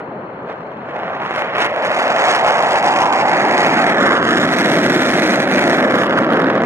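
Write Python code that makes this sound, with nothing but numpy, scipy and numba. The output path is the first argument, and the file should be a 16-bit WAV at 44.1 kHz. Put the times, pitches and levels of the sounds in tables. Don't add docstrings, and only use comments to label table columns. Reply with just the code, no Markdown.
import sys
import numpy as np
from scipy import signal
from scipy.fft import rfft, irfft, next_fast_len
from scipy.io import wavfile
from scipy.ndimage import uniform_filter1d, map_coordinates
from numba import njit

SR = 44100
rng = np.random.default_rng(int(sys.argv[2]) if len(sys.argv) > 2 else 0)


def bounce(signal):
    frames = np.transpose(np.atleast_2d(signal))
    limited = np.clip(frames, -1, 1)
    pcm = np.round(limited * 32767).astype(np.int16)
    wavfile.write(sys.argv[1], SR, pcm)


def volts_from_db(level):
    exponent = np.asarray(level, float) / 20
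    return 10 ** exponent


N = 293265

# (time [s], plume power [dB], view from behind [0-1], treble lost in the air [dB])
FLYPAST = [(0, -38, 0.23, 3), (.2, -39.5, 0, 0), (.8, -38.5, 0.07, -10), (1.0, -29, 0, 1),
           (1.35, -30, 0.01, -1), (1.52, -28, 0, 4), (1.8, -26, 0.26, -0.5), (2.2, -21, 0.17, 0.5),
           (2.7, -22.5, 0.31, -5.5), (3.15, -25, 0.49, -9.5), (3.7, -21.5, 0.73, -0.5),
           (4.15, -20, 0.71, 4), (4.4, -21, 1, -2.5), (5.0, -22.5, 0.95, -6), (5.6, -21, 0.87, -3),
           (6.0, -20.5, 0.77, 6), (6.3, -20.5, 0.92, 12), (6.62, -21.5, 1, 17)]
# (time [s], howl centre [Hz], howl width [Hz], shock body top [Hz], front sharpness [dB])
EXHAUST_TONE = [(0, 470, 480, 1660, -17), (.85, 554, 445, 1770, 11), (1, 610, 340, 1810, 9),
                (1.12, 637, 330, 1780, 8), (1.24, 860, 403, 1830, 12.5), (1.36, 600, 350, 2010, 18),
                (1.6, 577, 370, 2130, 20), (1.9, 628, 312, 2080, 20), (2.2, 628, 374, 2120, 15),
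                (2.7, 693, 460, 2180, 16), (3.0, 823, 467, 2170, 14.5), (3.2, 828, 497, 2250, 10),
                (3.7, 730, 523, 2280, 16.5), (4.15, 683, 450, 1970, 18), (4.6, 606, 430, 2080, 22),
                (5.6, 655, 440, 2030, 20), (6.1, 557, 423, 1760, 21), (6.65, 516, 420, 1680, 22)]
# (time [s], ground echo delay [ms], ground echo share [0-1],
# left port lag [samples], wavering of the lag [samples])
ARRIVAL = [(0, 0.11, 0.32, 4.1, 0.77), (1, 0.18, 0, 4.9, 0.55), (1.7, 0.45, 0, 5.44, 0.42),
           (2.0, 0.4, 0, 6.1, 0.23), (2.3, 0.16, 0, 5.9, 0.077), (2.6, 0.43, 0.01, 5.7, .2),
           (3.0, 0.3, 0.33, 5.8, 0.41), (3.4, 0.42, 0.62, 5.36, 0.2), (3.7, 0.39, 0.3, 5.8, 0.15),
           (3.95, 0.48, 0.76, 5.1, 0.22), (4.2, 0.58, 0.77, 5.5, 0.13), (4.55, 0.47, 0.5, 5.1, 0.4),
           (5.0, 0.48, 0.57, 4.8, 0.35), (5.6, 0.43, 0.61, 5.03, 0.38), (6.15, 0.58, 0.5, 5.3, 0.87),
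           (6.65, 0.5, 0.25, 4.5, 1.4)]
# (time [s], share of the squared wave [0-1])
LOPSIDED_WAVES = [(0, 0), (.9, 0), (1.1, .22), (2.2, .2), (2.8, .13), (3.1, .02), (4, .05), (4.6, .19),
                  (5.4, .18), (6, .1), (6.65, .06)]

# (frequency [Hz], level [dB])
AIRFIELD_SPECTRUM = [(18, -74), (30, -26), (139, 5.5), (248, 4), (307, -14), (332, -7), (411, 7),
                     (436, 5.5), (1110, 0), (3090, -24.5), (4020, -66), (6800, -120)]
# (frequency [Hz], level [dB])
ROAR_SPECTRUM = [(35, -53), (60, -30.5), (152, -6), (225, 1.5), (367, 0), (436, -7.5), (480, -15),
                 (620, -7.5), (1060, -120)]
# (frequency [Hz], level [dB])
EDGE_SPECTRUM_AHEAD = [(5000, -34), (7500, -16.5), (9500, 1), (11500, 1.5), (13000, -1.5), (15500, 2)]
# (frequency [Hz], level [dB])
EDGE_SPECTRUM_BEHIND = [(5000, -38), (7500, -9.5), (10000, 1), (11500, 4.5), (13000, 6), (15500, 5)]
# (frequency [Hz], level [dB])
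SCATTER_SPECTRUM_AHEAD = [(300, -27), (1500, -12.5), (3700, -15.5), (6000, -7.5), (12000, 2)]
# (frequency [Hz], level [dB])
SCATTER_SPECTRUM_BEHIND = [(300, -32), (1500, -16), (3200, -14), (4600, -7), (6500, -10.5), (12000, -5.5)]
# (frequency [Hz], level [dB])
LEFT_PORT_SHADE = [(500, 0), (1000, -1.2), (1700, -2.8), (3300, .6), (5000, -1.2), (8000, -2.6), (12000, 0)]
# (frequency [Hz], level [dB])
MICROPHONE_TREBLE = [(7000, 0), (9000, -5), (10500, -7.5), (12000, -10.5), (13500, -16.5), (14800, -18)]

# (time [s], level [dB], half length [s])
ROAR_ROLLS = [(.22, 5.5, .05), (.45, 6.5, .05), (1.8, -0.5, .1), (2.3, -6, 0.085), (2.95, 3, .1),
              (3.4, 1.5, 0.12), (4.05, 1, 0.063), (4.5, -1.5, 0.16), (5.0, 0, .1), (5.4, 0, 0.1),
              (5.75, 0.5, 0.08), (5.95, 3.5, 0.072), (6.3, 0.5, 0.11)]
# (time [s], level [dB], half length [s])
HOWL_SURGES = [(.42, 4, .04), (.51, 5.5, 0.039), (.8, -3, 0.063), (.96, 5, 0.032), (1.07, -1, 0.027),
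               (1.13, 2.5, 0.033), (1.23, 1, 0.03), (1.33, -4.5, 0.078), (1.41, 7.5, 0.034),
               (1.5, -5, 0.029), (1.62, -1.5, 0.073), (1.76, -1, 0.039), (1.86, 1, 0.016),
               (1.93, -2.5, 0.033), (2.03, 0, 0.032), (2.42, 1, 0.021), (2.6, -0.5, 0.044),
               (2.8, -2, 0.033), (2.93, -2, 0.041), (3.15, 1.5, 0.02), (3.4, 0.5, 0.056), (3.72, -2, 0.025),
               (4.25, -0.5, 0.046), (5.45, -1, 0.044), (5.95, 0, 0.056), (6.05, -4.5, 0.039)]
# (time [s], level [dB], half length [s])
AIR_GUSTS = [(0.0, 15, 0.022), (0.51, 18, 0.027), (0.893, 6, 0.0091), (0.964, 7, 0.0077),
             (1.247, 6.5, 0.029), (1.314, 1.5, 0.026), (1.389, 12.5, 0.087), (1.618, 19, 0.058),
             (1.722, -5, 0.011), (1.861, 5.5, 0.029), (1.928, -1, 0.034), (1.98, 4, 0.092),
             (2.312, 5, 0.074), (2.422, -6, 0.028), (2.626, -3.5, 0.073), (2.817, -7.5, 0.018),
             (3.095, -5.5, 0.034), (3.24, -7.5, 0.024), (3.47, -3, 0.073), (3.617, 3.5, 0.052),
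             (3.96, -4, 0.035), (4.034, 2.5, 0.025), (4.206, -5.5, 0.04), (4.48, -7, 0.032),
             (5.476, -10, 0.046), (5.882, -4, 0.12), (6.027, 3, 0.046), (6.112, -2, 0.083),
             (6.18, 7, 0.011), (6.64, 2.5, 0.013), (1.49, -3, 0.044), (2.14, 0.5, 0.0098), (2.54, 2, 0.048),
             (2.65, -2, 0.011), (2.885, 2.5, 0.0077), (3.02, 3, 0.025), (3.19, -1.5, 0.014), (3.21, 5, .01),
             (4.06, 2, 0.017), (4.11, -1.5, 0.032), (4.3, -0.5, .03), (5.6, -1, 0.073), (5.95, 2.5, 0.021),
             (6.0, 3.5, 0.017), (6.27, -8, 0.024), (6.39, 3, 0.037), (6.59, -1.5, 0.033)]

# (time [s], peak [dB])
LONE_SHOCKS = [(0.4723, -63), (0.4885, -55), (0.5097, -53), (0.607, -58), (0.8863, -59), (0.9248, -61),
               (0.96, -44), (0.999, -47), (1.0335, -43), (1.0714, -50), (1.0989, -43), (1.1494, -42),
               (1.203, -42), (1.2182, -29), (1.234, -36), (1.262, -30), (1.279, -39), (1.3089, -39)]
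# (time [s], peak [dB])
NEARING_SHOCKS = [(1.2899, -41), (1.3088, -39), (1.3382, -38.5), (1.3613, -24), (1.3928, -30),
                  (1.4101, -37), (1.4213, -30), (1.5007, -46), (1.5375, -38), (1.5587, -33), (1.568, -29),
                  (1.5836, -28), (1.6206, -38), (1.6208, -27), (1.6622, -25), (1.6985, -39), (1.729, -49),
                  (1.7403, -36), (1.7619, -32), (1.783, -41), (1.8042, -43), (1.8225, -34), (1.866, -31),
                  (1.9469, -26), (1.9675, -27), (2.0405, -28), (2.08, -27), (2.113, -31), (2.1639, -22),
                  (2.1907, -26), (2.1983, -26), (2.2397, -24), (2.2726, -21), (2.2861, -28), (2.316, -28),
                  (2.3493, -19), (2.4333, -38), (2.4464, -27), (2.4635, -14), (2.4867, -23), (2.5076, -17),
                  (2.5201, -22), (2.6254, -20), (2.6353, -33), (2.637, -23), (2.6693, -23), (2.7071, -25),
                  (2.7199, -19), (2.757, -18), (2.8274, -23), (2.8538, -26), (2.8757, -23)]
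# (time [s], peak [dB])
ABEAM_SHOCKS = [(2.938, -25), (2.9613, -19), (2.9886, -19), (3.0186, -19), (3.057, -20), (3.0889, -32),
                (3.1264, -19), (3.2066, -29), (3.238, -32), (3.2585, -37), (3.275, -27), (3.2953, -23),
                (3.3164, -21), (3.3332, -19), (3.377, -26), (3.4007, -22), (3.452, -22), (3.484, -35),
                (3.485, -25), (3.513, -30), (3.5122, -24), (3.5455, -27), (3.571, -29), (3.5798, -14),
                (3.5962, -21), (3.621, -26), (3.632, -26), (3.6477, -20), (3.672, -24), (3.6945, -23),
                (3.7429, -21), (3.7596, -40), (3.783, -25), (3.8192, -24), (3.8667, -22), (3.8954, -24),
                (3.946, -31), (3.973, -28), (3.9823, -30), (4.01, -24), (4.0587, -24), (4.092, -25),
                (4.1201, -37), (4.152, -28), (4.1789, -28), (4.2152, -31), (4.2277, -20), (4.253, -25),
                (4.267, -29), (4.2892, -19), (4.3096, -19), (4.374, -12)]
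# (time [s], peak [dB])
BEHIND_SHOCKS = [(4.429, -24), (4.4517, -24), (4.4835, -27), (4.5217, -26), (4.5345, -26), (4.5684, -23),
                 (4.587, -20), (4.5919, -32), (4.617, -22), (4.6273, -28), (4.6807, -24), (4.7028, -23),
                 (4.7373, -19), (4.755, -19), (4.787, -24), (4.7933, -35), (4.8299, -29), (4.8433, -30),
                 (4.8646, -12), (4.8807, -26), (4.9018, -17), (4.9211, -21), (4.9487, -23), (4.962, -16),
                 (5.004, -24), (5.0119, -28), (5.018, -24), (5.0315, -22), (5.0528, -24), (5.0635, -21),
                 (5.0884, -24), (5.1032, -18), (5.1343, -20), (5.1651, -28), (5.1766, -32), (5.186, -23),
                 (5.1972, -22), (5.2214, -21), (5.232, -27), (5.251, -22), (5.277, -20), (5.3018, -27),
                 (5.3205, -20), (5.3437, -31), (5.3586, -20), (5.4018, -15), (5.4205, -31), (5.4403, -28),
                 (5.477, -37), (5.477, -13.5), (5.4984, -30), (5.5143, -20), (5.5612, -20), (5.5926, -17),
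                 (5.6143, -25), (5.64, -19), (5.679, -19), (5.6904, -30), (5.6966, -24), (5.7313, -22)]
# (time [s], peak [dB])
LAST_SHOCKS = [(5.7444, -26), (5.763, -31), (5.7844, -22), (5.8085, -23), (5.8266, -23), (5.8494, -23),
               (5.8773, -31), (5.9032, -30), (5.9093, -27), (5.9224, -27), (5.9416, -22), (5.9561, -13),
               (5.9825, -29), (6.0202, -31), (6.0354, -16), (6.0676, -27), (6.096, -34), (6.1086, -30),
               (6.128, -35), (6.1676, -36), (6.1887, -16), (6.2246, -38), (6.2458, -29), (6.2663, -39),
               (6.2796, -48), (6.2907, -37), (6.325, -31), (6.334, -31), (6.3494, -39), (6.3714, -21),
               (6.3934, -39), (6.4018, -30), (6.4204, -22.5), (6.4441, -37), (6.4695, -38), (6.4832, -43),
               (6.5032, -37), (6.553, -46), (6.553, -38), (6.6044, -46), (6.6194, -33), (6.6366, -18)]

AIRFIELD_DB, WHINE_HZ, WHINE_DB = -31, 4160, -69
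RUMBLE_DB, RUMBLE_HZ = -54.5, 45
HISS_DB = -89.5
ROAR_AHEAD_DB, ROAR_BEHIND_DB = -38.5, -18
HOWL_DB, BEAM_DB, BEAM_VIEW, BEAM_WIDTH = 4.5, 9, 0.51, 0.25
CRACKLE_DB, CRACKLE_PER_DB, FULL_POWER_DB = -42, 2.5, -22.5
GUST_IN_BODY, GUST_IN_HOWL = 0.45, 0.059
SHOCKS_PER_S, CRACK_DB = 800, -2
CLEAR_BEHIND_DB, DENSER_BEHIND_DB = -2.5, 2.5
TROUGH_AHEAD_DB, TROUGH_BEHIND_DB, HARD_JUMP = -6, -4, 6


def rms_one(x):
    return x / np.sqrt(np.mean(x ** 2) + 1e-20)


def in_time(rows):
    s, *columns = np.transpose(rows)
    return [np.interp(np.arange(N) / SR, s, c) for c in columns]


def butter(x, hz, kind, order):
    return signal.sosfilt(signal.butter(order, hz, kind, fs=SR, output="sos"), x)


def colour(x, points):
    hz, db = np.transpose(points)
    size = next_fast_len(N + 4096)
    bins = np.maximum(np.arange(size // 2 + 1) * SR / size, 1)
    gain = volts_from_db(np.interp(np.log(bins), np.log(hz), db))
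    return irfft(rfft(x, size) * gain, size)[..., :N]


def drift(rate_hz):
    return rms_one(butter(rng.standard_normal(N + SR), rate_hz, "low", order=2)[SR:])


def later(x, samples):
    return map_coordinates(x, [np.arange(N) - samples], order=3, mode="nearest")


def swells(table):
    s = np.arange(0, N / SR + .002, .002)
    db = sum(db * np.exp(-((s - at) / max(half, .005)) ** 2) for at, db, half in table)
    return np.interp(np.arange(N) / SR, s, db)


def airfield():
    common, left, right = rng.standard_normal((3, N))
    ports = np.array([3.0 * common + 1.86 * left, later(common, 8.3) + 0.6 * right])
    hum = rms_one(colour(ports, AIRFIELD_SPECTRUM))
    whine = rms_one(butter(common, [WHINE_HZ - 160, WHINE_HZ + 160], "band", order=2))
    return volts_from_db(AIRFIELD_DB) * hum + volts_from_db(WHINE_DB) * whine


def wind():
    rumble = rms_one(butter(rng.standard_normal(N), RUMBLE_HZ, "low", order=4))
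    return volts_from_db(RUMBLE_DB + 3.0 * drift(4)) * rumble


def amplifier_hiss():
    return volts_from_db(HISS_DB) * butter(rng.standard_normal((2, N)), [5000, 11500], "band", order=2)


def levels():
    power_db, behind, air_db = in_time(FLYPAST)
    gust_db = swells(AIR_GUSTS)
    roar_db = ROAR_AHEAD_DB + (ROAR_BEHIND_DB - ROAR_AHEAD_DB) * behind + swells(ROAR_ROLLS)
    beam_db = BEAM_DB * np.exp(-((behind - BEAM_VIEW) / BEAM_WIDTH) ** 2)
    howl_db = power_db + HOWL_DB + beam_db + GUST_IN_HOWL * gust_db + swells(HOWL_SURGES)
    body_db = power_db + GUST_IN_BODY * gust_db
    crackle_db = CRACKLE_DB + CRACKLE_PER_DB * (power_db - FULL_POWER_DB) - air_db + gust_db
    return roar_db, howl_db, body_db, crackle_db, behind


def shocks(eddies, crackle_db, behind):
    crowd_db = 1.8 * eddies + DENSER_BEHIND_DB * behind
    crowd_db = crowd_db + .45 * np.clip(crackle_db + 41, -25, 0)
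    born = rng.random(N) < SHOCKS_PER_S * volts_from_db(crowd_db) / SR
    spread_db = 4.5 * np.minimum(rng.exponential(1, N), 2.4)
    jumps = born * volts_from_db(spread_db + 0.063 * eddies)
    jumps /= np.sqrt(uniform_filter1d(jumps ** 2, SR // 3) + 0.04)
    jumps *= volts_from_db(np.clip(crackle_db + 76, -14, 0))
    tables = (LONE_SHOCKS, NEARING_SHOCKS, ABEAM_SHOCKS, BEHIND_SHOCKS, LAST_SHOCKS)
    s, peak_db = np.transpose([row for table in tables for row in table])
    at = np.minimum((s * SR).astype(int), N - 1)
    jumps[at] = volts_from_db(np.clip(peak_db + CRACK_DB - crackle_db[at] + 10, 0, 28))
    return jumps + 1e-18


def mixing_roar(jumps):
    return rms_one(colour(rng.standard_normal(N) - 0.34 * jumps, ROAR_SPECTRUM))


@njit
def resonate(x, r, cosine):
    y = np.zeros_like(x)
    for i in range(2, len(x)):
        drive = (1 - r[i] ** 2) / 2 * (x[i] - x[i - 2])
        y[i] = drive + 2 * r[i] * cosine[i] * y[i - 1] - r[i] ** 2 * y[i - 2]
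    return y


def shock_cell_howl(body, howl_hz, width_hz):
    cells = np.exp(-np.pi * width_hz / SR), np.cos(2 * np.pi * howl_hz / SR)
    turbulence = resonate(rng.standard_normal(N), *cells)
    howl = resonate(7.4 * turbulence - 0.5 * body, *cells)
    howl = butter(howl, [400, 2140], "band", order=4)
    return howl / np.sqrt(uniform_filter1d(howl ** 2, SR // 2))


def shock_thump(body, body_hz, behind):
    turbulence = 1.85 * volts_from_db(CLEAR_BEHIND_DB * behind) * rng.standard_normal(N)
    kick = butter(turbulence - body, 1340, "high", order=1)
    dull = np.clip((2200 - body_hz) / 600, 0, 1)
    crisp_kick = butter(kick, 2054, "low", order=4)
    dull_kick = butter(kick, 1606, "low", order=4)
    return rms_one((1 - dull) * crisp_kick + dull * dull_kick)


def shock_trough(jumps):
    hard = np.sqrt(np.maximum(jumps - HARD_JUMP, 0)) + 1e-18
    return rms_one(butter(butter(hard, 1320, "low", order=2), 330, "high", order=2))


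def crackle_front(jumps, eddies, crackle_db, rear, sharp_db):
    hiss_db = 0.39 * eddies + 0.28 * np.clip(crackle_db + 31, -30, 0)
    hiss = rng.standard_normal(N) * volts_from_db(hiss_db)
    grain = jumps + .22 * hiss
    tick = butter(butter(grain, 3900, "low", order=2), 3460, "high", order=2)
    tick = rms_one(butter(tick, 10900, "low", order=2))
    steep = later(jumps ** 1.35 + .2 * hiss, 3)
    edge = (1 - rear) * colour(steep, EDGE_SPECTRUM_AHEAD) + rear * colour(steep, EDGE_SPECTRUM_BEHIND)
    return tick + volts_from_db(sharp_db - 26.5) * rms_one(edge)


def uneven_waves(plume):
    squared = plume ** 2 / np.sqrt(uniform_filter1d(plume ** 2, SR // 10))
    uneven = colour(squared, [(90, -29), (250, -6.5), (1500, -8.5), (3000, -11), (6000, -63)])
    return in_time(LOPSIDED_WAVES)[0] * uneven


def exhaust():
    roar_db, howl_db, body_db, crackle_db, behind = levels()
    howl_hz, width_hz, body_hz, sharp_db = in_time(EXHAUST_TONE)
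    rear = np.clip(behind, 0, 1) ** 2
    eddies = drift(22)
    jumps = shocks(eddies, crackle_db, behind)
    body = rms_one(jumps ** .55)
    trough_db = body_db + TROUGH_AHEAD_DB + (TROUGH_BEHIND_DB - TROUGH_AHEAD_DB) * rear
    plume = volts_from_db(roar_db - 1.5) * mixing_roar(jumps)
    plume = plume + volts_from_db(howl_db - 1.0) * shock_cell_howl(body, howl_hz, width_hz)
    plume = plume + volts_from_db(body_db + 1.5) * shock_thump(body, body_hz, behind)
    plume = plume - volts_from_db(trough_db) * shock_trough(jumps)
    front = crackle_front(jumps, eddies, crackle_db, rear, sharp_db)
    return plume - uneven_waves(plume) + volts_from_db(crackle_db + 7.0) * front


def scattered(x, t60_s):
    time = np.arange(int(.04 * SR)) / SR
    out = 0
    for _ in range(4):
        cloud = rng.standard_normal((2, len(time))) * volts_from_db(-60 * time / t60_s)
        cloud /= np.sqrt(np.sum(cloud ** 2, 1)[:, None])
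        out = out + signal.fftconvolve(x[None] * drift(44), cloud, axes=1)[:, :N] / 2
    return out


def surroundings(jet):
    cloud = scattered(jet, t60_s=.012)
    behind = np.clip(in_time(FLYPAST)[1], 0, 1) ** 4
    ahead_part = (1 - behind) * colour(cloud, SCATTER_SPECTRUM_AHEAD)
    return ahead_part + behind * colour(cloud, SCATTER_SPECTRUM_BEHIND)


def at_ports(jet):
    echo_ms, echo_share, lag, waver = in_time(ARRIVAL)
    lag = lag + waver * drift(200)
    ground = echo_share * butter(jet, 2740, "low", order=1)
    echo = echo_ms * SR / 1000
    right = jet + later(ground, echo)
    left = later(jet, lag) + later(ground, echo + 1.18 * lag)
    return np.array([colour(left, LEFT_PORT_SHADE), right])


def scene():
    background = airfield() + wind() + amplifier_hiss()
    jet = exhaust()
    return at_ports(jet) + surroundings(jet) + background


def band_limit(x):
    return signal.sosfilt(signal.butter(12, 15830, fs=SR, output="sos"), x)


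def record(dry):
    x = butter(dry, 78, "high", order=2)
    mid, side = (x[0] + x[1]) / 2, (x[0] - x[1]) / 2
    side = colour(side, [(120, -58), (250, -30.0), (500, -7.0), (1000, 1.4), (2000, 1.1), (4000, -1.5)])
    x = np.array([mid + side, mid - side])
    x = x / (1 + np.abs(x / .87) ** 8) ** (1 / 8)
    x = colour(x, MICROPHONE_TREBLE)
    x = butter(x, 15000, "low", order=16)
    return band_limit(x)


dry = scene()
out = record(dry)
bounce(out)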